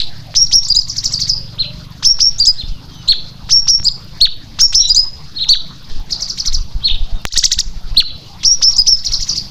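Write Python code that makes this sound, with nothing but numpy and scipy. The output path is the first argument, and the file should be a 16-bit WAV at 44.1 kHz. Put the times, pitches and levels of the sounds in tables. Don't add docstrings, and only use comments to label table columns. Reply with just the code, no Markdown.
import sys
import numpy as np
from scipy import signal
from scipy.io import wavfile
from scipy.ndimage import uniform_filter1d

SR = 44100
rng = np.random.default_rng(int(sys.argv[2]) if len(sys.argv) > 2 else 0)


def unload_audio(sound):
    columns = np.transpose(np.atleast_2d(sound))
    steps = np.round(np.clip(columns, -1, 1) * 32767)
    wavfile.write(sys.argv[1], SR, steps.astype(np.int16))


def ratio(d):
    e = np.asarray(d, float) / 20
    return 10 ** e


N = 418950
TIME = np.arange(N) / SR
CUTOFF_HZ = 15600
POP_S = 7.2526


def rms_one(x):
    return x / np.sqrt(np.mean(x ** 2) + 1e-20)


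def in_time(rows):
    s, *columns = np.transpose(rows)
    return [np.interp(TIME, s, column) for column in columns]


def band(x, low_hz, high_hz, order=2):
    edges = [low_hz, min(high_hz, .45 * SR)]
    return signal.sosfilt(signal.butter(order, edges, "band", fs=SR, output="sos"), x)


def highpass(x, hz):
    return signal.sosfilt(signal.butter(2, hz, "high", fs=SR, output="sos"), x)


def drift(rate):
    r = np.exp(-40 * np.pi * rate / SR)
    slow = signal.lfilter([1], [1, -2 * r, r * r], rng.standard_normal(N // 20 + 2002))[2000:]
    return np.interp(np.arange(N) / 20, np.arange(len(slow)), rms_one(slow))


# pitch_hz, level_db
THROAT = [(1500, -30.5), (3500, 6), (6000, 13), (7800, -3.5), (11000, -16), (15000, -4)]


def sing(out, rows, wobble, second_db, third_db, labial=0., hoarse=0.06, throb=0.):
    s, hz, level_db = np.transpose(rows)
    first = max(int((s[0] - .002) * SR), 0)
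    last = min(int((s[-1] + 0.0017) * SR), N)
    t = TIME[first:last]
    pitch_waver, level_waver, flutter = wobble[:, first:last]
    pitch = uniform_filter1d(np.interp(t, s, hz), size=130) * (1 + 0.00469 * pitch_waver)
    edge = np.clip(np.minimum(t - t[0], t[-1] - t) / 0.0026, 0, 1)
    level = ratio(np.interp(t, s, level_db) + 1.37 * level_waver) * edge ** 2
    level *= 1 + throb * np.sin(2 * np.pi * np.cumsum(140 + 25 * level_waver) / SR)
    slack = np.clip(4.4 - pitch / 1000, 0, 3)
    phase = 2 * np.pi * np.cumsum(pitch) / SR + hoarse * (1 + slack) * flutter
    wave = np.sin(phase)
    for k, over_db in enumerate([second_db, third_db, third_db - 5, third_db - 9]):
        overtone_hz = pitch * (k + 2)
        throat_db = np.interp(overtone_hz, *np.transpose(THROAT))
        overtone_db = np.minimum(over_db + labial * slack, 3.0 - 7.2 * k) + throat_db
        wave = wave + ratio(overtone_db) * (overtone_hz < CUTOFF_HZ) * np.sin((k + 2) * phase)
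    out[first:last] += level * wave


def shaped(shape, s, hz, level_db):
    return np.array(shape) * [1, hz, 1] + [s, 0, level_db]


def from_time(rows, s):
    first = [np.interp(s, rows[:, 0], column) for column in rows.T]
    return np.vstack([first, rows[rows[:, 0] > first[0]]])


# time_s, pitch_hz, level_db
WHISTLE_RISE = [(-.034, 832.7, -27), (-.022, 2412, -34), (-.016, 3042, -25), (-.011, 3350, -21.5),
                (-.005, 4534, -11.5), (0, 5162, -0.5)]


def whistle(s, held, level_db, pace, top_hz, dip_hz, end_hz):
    settled_hz = dip_hz + .6 * (end_hz - dip_hz)
    hold = [(.014, top_hz, -2), (.47 * held, dip_hz, -2.5), (.7 * held, settled_hz, 1), (held, end_hz, -10.5)]
    scoop = [(pace * t, *rest) for t, *rest in WHISTLE_RISE]
    return shaped(scoop + hold, s, 1, level_db)


# top_s, held_s, level_db, scoop_length_share
WHISTLES = [(0.371, 0.081, -6.5, 0.78), (0.541, 0.064, -3, 1.01), (2.061, 0.068, -4, 1.08),
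            (2.218, 0.078, -5, 0.88), (3.526, 0.076, -4.5, 1.04), (3.695, 0.088, -6, 0.72),
            (4.613, 0.058, -2.5, 0.75), (4.756, 0.074, -4, 1), (8.462, 0.089, -6.5, 0.92),
            (8.641, 0.066, -4.5, 0.8), (8.883, 0.072, -3.5, .85)]
# top_hz, middle_hz, end_hz
WHISTLE_HZ = [(5420, 5540, 5580), (5560, 5550, 5490), (5430, 5440, 5600), (5500, 5400, 5600),
              (5650, 5400, 5580), (5550, 5430, 5520), (5600, 5520, 5460), (5330, 5420, 5750),
              (5550, 5480, 5760), (5400, 5200, 5660), (5450, 5580, 5120)]
# lower_s, upper_s
LEADS = [(.020, .021), (.018, .030), (.036, .014), (.030, .014), (.034, .014), (.028, .012), (.026, .022),
         (.013, .036), (.005, .030), (.028, .014), (.020, .018)]
WAVER = [
    [1.8],
    [1.0],
    [1],
]
# crest_s, crest_hz, level_db
HOOKS = [(0.371, 6230, -17.5), (0.541, 6026, -14.5), (2.059, 6420, -21), (2.217, 6140, -15.5),
         (3.521, 6300, -17.5), (3.692, 6130, -13.5), (4.615, 6850, -16), (4.759, 6270, -13),
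         (8.461, 6114, -14.5), (8.637, 6170, -17), (8.88, 6136, -15)]
# time_s, share_of_crest_hz, level_db
HOOK_SHAPE = [(-.036, .17, -20.5), (-.028, .3, -21.5), (-.021, .52, -12), (-.014, .7, -6.5),
              (-.010, .82, 4.5), (-.003, 0.97, 6), (.004, 0.98, 0.5), (.013, .93, 6), (.04, .925, -17)]


def whistles(low, high):
    out = np.zeros(N)
    for note, melody, lead in zip(WHISTLES, WHISTLE_HZ, LEADS):
        rows = from_time(whistle(*note, *melody), note[0] - lead[0])
        sing(out, rows, WAVER * low, second_db=-32, third_db=-36, labial=19, hoarse=.06, throb=.1)
    for hook, lead in zip(HOOKS, LEADS):
        rows = from_time(shaped(HOOK_SHAPE, *hook), hook[0] - lead[1])
        rows[-2:, 1] = 5645
        sing(out, rows, 2 * high, second_db=-26, third_db=-36, labial=12, hoarse=.09)
    return out


# time_s, pitch_hz, level_db
OPENERS = [
    [(.682, 3467, -35), (.695, 4500, -32), (.703, 4897, -8), (.714, 4855, -4), (.725, 4730, -5),
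     (.732, 3760, -28)],
    [(2.39, 3560, -32.5), (2.398, 4380, -26), (2.403, 4865, -6), (2.428, 4640, -11), (2.433, 3970, -14),
     (2.437, 4580, -12), (2.447, 4700, -13.5)],
    [(3.848, 3930, -30), (3.855, 4520, -12.5), (3.866, 4920, -14.5), (3.882, 5030, -1.5), (3.886, 4410, -7),
     (3.892, 3130, -30.5)],
    [(4.894, 4600, -21.5), (4.902, 4946, -4.5), (4.912, 4880, -6), (4.923, 5020, -7), (4.929, 4300, -17)],
    [(8.782, 4880, -10.5), (8.787, 5206, -6), (8.796, 4890, -1), (8.815, 5160, -11), (8.821, 4840, -2.5)],
]
# time_s, pitch_hz, level_db
CLOSERS = [
    [(.75, 3870, -13), (.761, 4105, -16.5), (.77, 5050, -2), (.781, 4810, -8.5), (.792, 5000, -2),
     (.801, 4770, -14)],
    [(2.455, 3290, -26.5), (2.466, 4220, -22.5), (2.472, 5280, -2), (2.48, 4980, -4), (2.5, 4960, -6),
     (2.516, 4900, -13)],
    [(4.947, 3705, -21), (4.96, 4210, -13), (4.971, 4900, -7), (4.99, 4975, -0.5), (5.008, 5080, -6.5),
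     (5.018, 4980, -19)],
]
# time_s, pitch_hz, level_db
UPPERS = [
    [(.678, 6570, -38), (.687, 7160, -22), (.699, 7760, -33)],
    [(2.383, 5900, -24), (2.394, 7230, -25.5), (2.402, 7440, -23.5)],
    [(3.836, 6240, -38), (3.845, 7180, -20.5), (3.858, 7600, -31)],
    [(4.877, 6400, -33), (4.889, 7280, -17.5), (4.898, 7200, -20)],
    [(8.764, 5040, -15), (8.772, 6930, -23), (8.78, 7810, -46), (8.786, 7200, -13)],
    [(.747, 6100, -14.5), (.757, 7300, -21), (.765, 6460, -23)],
    [(2.452, 5090, -15.5), (2.461, 6900, -17.5), (2.47, 8050, -28), (2.481, 6060, -9)],
    [(4.947, 5900, -9.5), (4.958, 6800, -20), (4.972, 7430, -14)],
]


def short_notes(low, high):
    out = np.zeros(N)
    for upper in UPPERS:
        sing(out, upper, 2 * high, second_db=-24, third_db=-50, hoarse=.15)
    for note in OPENERS + CLOSERS:
        sing(out, note, low, second_db=-36, third_db=-38, labial=14, hoarse=.05, throb=.1)
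    return out


# peak_s, peak_hz, level_db
CHEVRONS = [
    (7.277, 7430, -7.5),
    (7.332, 7670, -2),
    (7.383, 8490, 6),
    (7.449, 8180, 6),
    (7.526, 7930, 1.5),
    (7.597, 8060, -1.5),
]
# time_s, share_of_peak_hz, level_db
CHEVRON_SHAPE = [(-.011, .33, -25), (-.007, 0.52, -1.5), (-.001, 0.99, -16), (.005, 0.7, -4.5),
                 (.011, .56, -9.5), (.02, 0.3, -34)]
# start_s, pitch_hz, level_db
LEAD_INS = [
    (7.26, 1970, -28),
    (7.309, 1900, -23.5),
    (7.361, 1817, -10),
    (7.433, 1908, -11.5),
    (7.514, 1857, -17),
    (7.584, 1797, -21),
]
# time_s, share_of_pitch_hz, level_db
LEAD_SHAPE = [(-.006, 0.77, -16.5), (.002, 1.01, -11), (.010, 1.08, -4)]


def chirps(low, high):
    out = np.zeros(N)
    for chirp in CHEVRONS:
        sing(out, shaped(CHEVRON_SHAPE, *chirp), low, second_db=-18, third_db=-24, labial=5, hoarse=.13)
    for lead in LEAD_INS:
        sing(out, shaped(LEAD_SHAPE, *lead), high, second_db=2.0, third_db=-8.5, hoarse=0.077)
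    return out


# time_s, pitch_hz, level_db
ARCH_UPPER = [
    [(5.486, 5020, -25), (5.493, 6020, -11), (5.505, 6790, -32.5)],
    [(5.488, 6090, -32), (5.494, 7440, -23.5), (5.499, 8240, -32.5)],
    [(4.204, 4540, -30), (4.212, 6140, -23.5), (4.221, 8370, -26)],
    [(3.08, 6340, -38), (3.086, 7350, -25), (3.09, 7780, -36)],
    [(3.076, 3870, -28), (3.081, 4270, -23), (3.085, 4550, -29.5)],
]


def arch_uppers(high):
    out = np.zeros(N)
    for upper in ARCH_UPPER:
        sing(out, upper, high, second_db=-30, third_db=-50, hoarse=.12)
    return out


# down_sweep_s, middle_hz, level_db, crest_hz
CHATTER = [(0.465, 4820, -21, 7200), (0.651, 5110, -18, 6410), (0.814, 4840, -19.5, 7400),
           (0.899, 5210, -20, 7340), (0.984, 5114, -17, 7230), (1.059, 5040, -14, 7400),
           (1.14, 4990, -16, 7840), (1.218, 4890, -14, 7270), (1.297, 5120, -15, 7430),
           (6.126, 4766, -16, 6680), (6.225, 5080, -17.5, 7500), (6.303, 4890, -20, 7260),
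           (6.402, 4970, -17.5, 6200), (6.477, 4860, -13, 7180), (6.548, 4910, -16, 7360),
           (8.733, 4740, -18.5, 6850), (8.987, 4640, -24, 7340), (9.066, 4754, -15.5, 6970),
           (9.139, 4710, -15, 7030), (9.227, 4990, -17.5, 7330), (9.296, 4970, -16.5, 7140),
           (9.379, 4950, -20, 7350)]
# time_s, share_of_crest_hz, level_db
CHATTER_RISE = [(-.027, .38, -30), (-.021, .56, -15), (-.017, 0.74, -3), (-.013, 1.0, -13), (-.008, 1, -27)]
# time_s, share_of_middle_hz, level_db
CHATTER_FALL = [(-.008, 1.27, -7), (-.001, 1.04, 3.5), (.004, .89, 0.5), (.009, .74, -24)]
# time_s, pitch_hz, level_db
CHATTER_HOOK = [(1.299, 5120, -5.5), (1.304, 4750, -11), (1.319, 4930, -30)]


def chatter(low, high):
    dry_chatter = np.zeros(N)
    sing(dry_chatter, CHATTER_HOOK, low, second_db=-25, third_db=-33)
    for s, hz, level_db, crest_hz in CHATTER:
        rise = shaped(CHATTER_RISE, s, crest_hz, level_db)
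        fall = shaped(CHATTER_FALL, s, hz, level_db)
        foot = shaped(LEAD_SHAPE, s - .027, 2080, level_db - 22)
        sing(dry_chatter, rise, 2.5 * high, second_db=-16, third_db=-22, labial=4.0, hoarse=.13)
        sing(dry_chatter, fall, 1.4 * low, second_db=-25, third_db=-29, hoarse=.07)
        sing(dry_chatter, foot, high, second_db=4.0, third_db=-8.0, hoarse=0.1)
    t = TIME[:1600]
    smear_s, wall_s, tray_s = .0045, .0185, .0037
    wall = ratio(-8) * np.exp(-((t - wall_s) / smear_s) ** 2 * 4)
    scatter = rng.standard_normal(1600) * (np.exp(-t / smear_s) + wall) * ratio(-24)
    scatter[0] = 1
    scatter[int(tray_s * SR)] = ratio(-1)
    scattered = np.convolve(dry_chatter, scatter / np.sqrt(np.sum(scatter ** 2)))[:N]
    return scattered, ratio(-8.5) * dry_chatter


def arch_call(rise, fall_shape, s, fall, hz, level_db):
    descent = [(share * fall, *rest) for share, *rest in fall_shape]
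    return shaped(rise + descent, s, hz, level_db)


# crest_s, fall_s, crest_hz, level_db, room_send_db
ARCHES = [
    (3.101, 0.035, 4470, -4, -6.5),
    (4.228, 0.045, 4494, -2, -12),
    (5.507, 0.049, 4585, -3, -9.5),
]
# time_s, share_of_crest_hz, level_db
ARCH_RISE = [(-.024, 0.61, -34), (-.019, 0.69, -26), (-.013, .9, 1.5)]
# share_of_fall, share_of_crest_hz, level_db
ARCH_FALL = [(0, 0.99, -1.5), (0.302, 0.97, -1), (0.618, 0.82, -0.5), (.8, .5, -30), (0.998, 0.31, -24.5)]
# crest_s, fall_s, crest_hz, level_db, room_send_db
EARLY_ARCH = (7.986, 0.045, 4460, 0.0, -13)
# share_of_fall, share_of_crest_hz, level_db
EARLY_FALL = [(0, 1, -1), (.28, .92, -0.5), (.44, .67, -10), (.55, .63, -11), (.68, .43, -32),
              (1, .27, -29)]
# crest_s, fall_s, crest_hz, level_db, room_send_db
LEAPS = [
    (1.6, 0.045, 4280, -15, 0.5),
    (4.808, 0.046, 4150, -15, -3),
    (8.058, 0.047, 4245, -23, 2),
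]
# time_s, share_of_crest_hz, level_db
LEAP_RISE = [(-.021, 0.55, -33.5), (-.011, .84, -12.5), (-.004, .98, -7)]
# share_of_fall, share_of_crest_hz, level_db
LEAP_FALL = [(0, 1.0, -1), (.4, .94, -1), (.62, .81, -13), (.8, .6, -25), (1, .42, -36)]
# crest_s, fall_s, crest_hz, level_db, room_send_db
NEIGHBOUR = [
    (2.597, 0.035, 4270, -23, -5),
    (5.377, 0.025, 4374, -23, -3),
    (5.422, .028, 4280, -16, -5),
    (6.861, 0.031, 4425, -11, -4),
]
# time_s, share_of_crest_hz, level_db
NEIGHBOUR_RISE = [(-.036, .7, -29.5), (-.024, .86, -19), (-.011, .97, -4)]
# share_of_fall, share_of_crest_hz, level_db
NEIGHBOUR_FALL = [(0, 0.99, 0.5), (0.3, 0.89, -5.5), (0.621, .82, -4), (.8, .66, -16.5), (1, 0.36, -30)]
# time_s, pitch_hz, level_db
OPENING_TAIL = [(.001, 4330, -6), (.009, 3330, -34), (0.018, 3900, -20.5), (0.022, 4500, -18.5)]


def arches(low):
    direct = np.zeros(N)
    sing(direct, OPENING_TAIL, low, second_db=-25, third_db=-35, hoarse=.55)
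    send = ratio(-4.5) * direct
    kinds = [(-41, ARCH_RISE, ARCH_FALL, ARCHES), (-41.5, ARCH_RISE, EARLY_FALL, [EARLY_ARCH]),
             (-40, NEIGHBOUR_RISE, NEIGHBOUR_FALL, NEIGHBOUR), (-48, LEAP_RISE, LEAP_FALL, LEAPS)]
    for second_db, rise, fall_shape, calls in kinds:
        for *call, send_db in calls:
            arch = np.zeros(N)
            rows = arch_call(rise, fall_shape, *call)
            sing(arch, rows, low, second_db=second_db, third_db=-42, labial=8.0, hoarse=.05)
            direct += arch
            send += ratio(send_db + 2) * band(arch, 2500, 3700, order=1)
    return direct, send


# start_s, length_s, start_hz, end_hz, level_db
FAR_NOTES = [(1.621, 0.21, 612, 608, -54.5), (1.621, 0.099, 582, 578, -50), (1.308, 0.17, 552, 550, -54),
             (2.892, 0.16, 3215, 2870, -51), (2.915, 0.15, 6050, 6180, -53), (2.7, 0.094, 3090, 2780, -55),
             (2.975, 0.1, 3850, 3500, -54), (3.145, 0.16, 6000, 5980, -64), (3.549, 0.039, 3065, 2920, -51),
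             (4.083, 0.16, 3640, 3720, -60), (6.816, .03, 3170, 3240, -42), (7.14, 0.075, 3720, 3600, -47),
             (7.195, 0.027, 2750, 2710, -53), (8.258, 0.031, 2960, 2860, -50), (8.284, 0.07, 810, 769, -49),
             (8.39, 0.059, 3680, 3700, -50), (8.402, 0.046, 3370, 3330, -41)]


def far_notes(high):
    out = np.zeros(N)
    for s, length, start_hz, end_hz, level_db in FAR_NOTES:
        rows = [(s, start_hz, level_db - 7.0), (s + length / 4, start_hz, level_db),
                (s + length, end_hz, level_db - 1.0)]
        sing(out, rows, high, second_db=-37, third_db=-45, hoarse=.06)
    return out


# middle_s, depth_db, width_s
CATCHES = [(0.711, -13, 0.0018), (0.718, -9, 0.0027), (.785, -12, 0.0037), (2.251, -18, 0.0018),
           (2.434, -15, 0.0023), (3.865, -13.5, 0.00052), (3.878, -8, 0.0022), (4.924, -13, 0.0012),
           (4.987, -26, 0.0024), (6.866, -17, 0.00083), (8.897, -3, 0.002)]


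def song():
    flutter = rms_one(band(rng.standard_normal(N), 82, 834, order=4))
    low, high = (np.array([drift(188), drift(120), flutter]) for half in range(2))
    near = whistles(low, high) + arch_uppers(high) + short_notes(low, high) + chirps(low, high)
    chatter_direct, chatter_send = chatter(low, high)
    arch_direct, arch_send = arches(low)
    direct = near + chatter_direct + arch_direct + far_notes(high)
    send = ratio(-18.0) * near + chatter_send + arch_send
    direct *= ratio(sum(depth_db * np.exp(-((TIME - s) / width) ** 2) for s, depth_db, width in CATCHES))
    return ratio(6.0) * direct, ratio(0.5) * send


# delay_s, level_db, spread_s
ECHOES = [
    (0.018, -3, .005),
    (0.035, -9, 0.008),
    (0.071, -15, 0.01),
]


def room(direct, send):
    t60_s, build_s = 0.48, .013
    out = direct.copy()
    out[60:] += ratio(-30.0) * direct[:-60]
    out[205:] += ratio(-14) * direct[:-205]
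    t = TIME[:SR]
    shape = ratio(-60 * t / t60_s) * np.clip(t / build_s, 0, 1) ** 2 / 3
    shape += sum(ratio(level_db) * np.exp(-((t - s) / spread) ** 2) for s, level_db, spread in ECHOES)
    tail = band(rng.standard_normal(SR) * shape, 2530, 8300)
    tail /= np.sqrt(np.sum(tail ** 2))
    stirred = send * (1 + .9 * drift(60))
    return out + signal.fftconvolve(stirred, tail)[:N]


# start_s, peak_db
TICKS = [(0.342, -2.5), (.668, -10.5), (2.152, -24), (3.49, -8.5), (3.497, -11), (3.788, -12),
         (3.799, -2.5), (3.829, -11), (5.183, -30), (7.341, 1), (7.947, -12), (7.95, -10), (7.953, -15)]


def ticks():
    clicks = np.full(N, 1e-18)
    for s, level_db in TICKS:
        clicks[int(s * SR)] = ratio(level_db + 5.0)
    return band(band(clicks, 440, 3500), 300, 4500)


def pop():
    out = np.full(N, 1e-18)
    at = int(POP_S * SR)
    out[at:at + 4] = ratio(16.0)
    out[at + 4:at + 14] = -ratio(16.0)
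    return out


# middle_s, height_of_full_scale, width_s
PUFFS = [(1.348, 0.19, 0.049), (2.64, 0.19, 0.0075), (2.669, 0.2, 0.032), (2.705, 0.38, 0.023),
         (3.443, 0.11, 0.0099), (3.804, 0.21, 0.0061), (4.648, 0.2, 0.015), (5.934, 0.48, 0.052),
         (6, 0.34, 0.024), (6.5, 0.62, 0.039), (6.558, 0.72, 0.031), (6.602, 0.52, 0.021),
         (6.759, 0.47, 0.015), (6.93, 0.77, 0.031), (7.021, 0.73, 0.026), (7.138, 0.62, 0.023),
         (7.354, 1, 0.028), (7.575, 0.4, 0.0112), (7.67, 0.3, 0.02), (7.691, -0.16, 0.046),
         (7.77, -0.24, 0.018), (7.855, -0.27, 0.027), (7.922, -0.37, 0.02), (9.108, 0.25, 0.017),
         (9.203, 0.25, 0.023)]


def puffs():
    push = np.zeros(N)
    for s, height, width in PUFFS:
        push += height * np.exp(-((TIME - s) / (0.35 * width)) ** 4 / 2)
    return highpass(push, 5.0)


# time_s, level_db
RUSTLE = [(5.885, -58), (5.9, -36.5), (5.99, -46), (6.04, -52)]


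def rustle():
    return ratio(in_time(RUSTLE)[0]) * rms_one(band(rng.standard_normal(N), 3200, 5630, order=3))


def crackle():
    per_s = 25
    strength = ratio(-46 + 3.5 * np.minimum(rng.exponential(1, N), 3))
    born = (rng.random(N) < per_s / SR) * strength
    gate = signal.lfilter([1], [1, -np.exp(-1 / (0.001 * SR))], born + 1e-18)
    return band(gate * rng.standard_normal(N), 12000, 22000)


# time_s, firing_hz, level_db
ENGINE = [(.01, 22.2, -43.5), (1.2, 23.07, -34.5), (2.05, 24.43, -40.5), (2.3, 24.72, -43.5),
          (2.75, 24.93, -41), (3.45, 25.67, -41.5), (4.4, 26.06, -47.5), (5.2, 26.29, -47),
          (9.4, 26.79, -46)]
# multiple_of_firing_hz, level_db
ENGINE_ORDERS = [(4, -2), (5, 2), (6, -2), (7, -1), (8, -13.5), (9, -17), (11, -16), (12, -15.5)]


def engine():
    hz, level_db = in_time(ENGINE)
    phase = 2 * np.pi * np.cumsum(hz) / SR
    orders = sum(ratio(order_db + 1.5 * drift(2.0)) * np.sin(k * phase) for k, order_db in ENGINE_ORDERS)
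    return ratio(level_db) * orders


def coloured(spectrum, patchy_db, rate):
    hz, level = np.transpose(spectrum)
    edges = hz[0] * 2 ** np.arange(0, np.log2(hz[-1] / hz[0]) + .3, 1 / 3)
    white, together, out = rng.standard_normal((2, N)), drift(11.0), 0
    for k, (low, high) in enumerate(zip(edges, edges[1:])):
        centre_db = np.interp(np.log(low * high) / 2, np.log(hz), level)
        flicker_db = patchy_db * (low < 7000) * (0.31 * together + drift(rate))
        out = out + ratio(centre_db + flicker_db) * band(white[k % 2], low, high)
    return rms_one(out)


# time_s, rumble_db, twitter_db
BACKDROP = [(0.0, -37, -33.5), (7.59, -37, -36), (9.5, -38, -29.5)]
# pitch_hz, level_db per Hz
TRAFFIC = [(15, -0.5), (25, -3.5), (133, -11), (403, -28), (1130, -27.5), (2270, -37), (2600, -42),
           (3380, -40), (5720, -120)]
# pitch_hz, level_db per Hz
TWITTER = [(1290, -27), (2200, -10.5), (3280, 3.5), (4410, -1.5), (5060, 26.5), (6470, -33.5), (8060, -51),
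           (9420, -15), (14600, -18.5), (15500, -34)]


def backdrop():
    rumble_db, twitter_db = in_time(BACKDROP)
    rumble = ratio(rumble_db + 1.5) * coloured(TRAFFIC, patchy_db=4.5, rate=8.9)
    return rumble + ratio(twitter_db - 8.5) * coloured(TWITTER, patchy_db=3.5, rate=16)


def scene():
    bird = room(*song())
    handling = ticks() + pop() + puffs()
    return (bird + handling + rustle() + crackle() + engine() + backdrop())[None]


def gain_control(x):
    release_db_per_s, linger_s = 61.7, 0.08
    over_db = np.maximum(20 * np.log10(np.abs(band(x, 300, 5370, order=1)) + 1e-6) + 6.56, 0)
    held_db = np.maximum.accumulate(over_db + release_db_per_s * TIME) - release_db_per_s * TIME
    keep = np.exp(-1 / (linger_s * SR))
    linger_db = 0.054 * signal.lfilter([1 - keep], [1, -keep], held_db)
    x = x * ratio(-.62 * uniform_filter1d(held_db, size=120) - linger_db)
    return x * ratio(-6 * ((TIME > POP_S + .001) & (TIME < 7.341)))


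def capsule(x):
    swing = np.minimum(np.abs(band(x, 250, 8000, order=1)), 1)
    swing = signal.sosfilt(signal.butter(2, 30.0, fs=SR, output="sos"), swing)
    sag = highpass(swing, 1.8)
    rebound = .32 * (np.exp(-TIME / .075) - np.exp(-TIME / .006))
    rebound -= .2 * np.exp(-np.abs(TIME - POP_S) / .02) * (TIME > POP_S)
    return x - .75 * sag + rebound


def roll_off(x):
    return signal.sosfilt(signal.butter(12, 16130, fs=SR, output="sos"), x)


def record(dry):
    x = capsule(gain_control(dry[0]))
    knee = 12
    x = 1.04 * x / (1 + np.abs(x) ** knee) ** (1 / knee)
    x = signal.sosfilt(signal.cheby2(12, 60, CUTOFF_HZ * 1.03, fs=SR, output="sos"), x)
    return roll_off(np.clip(x, -1, 1)[None])


dry = scene()
out = record(dry)
unload_audio(out)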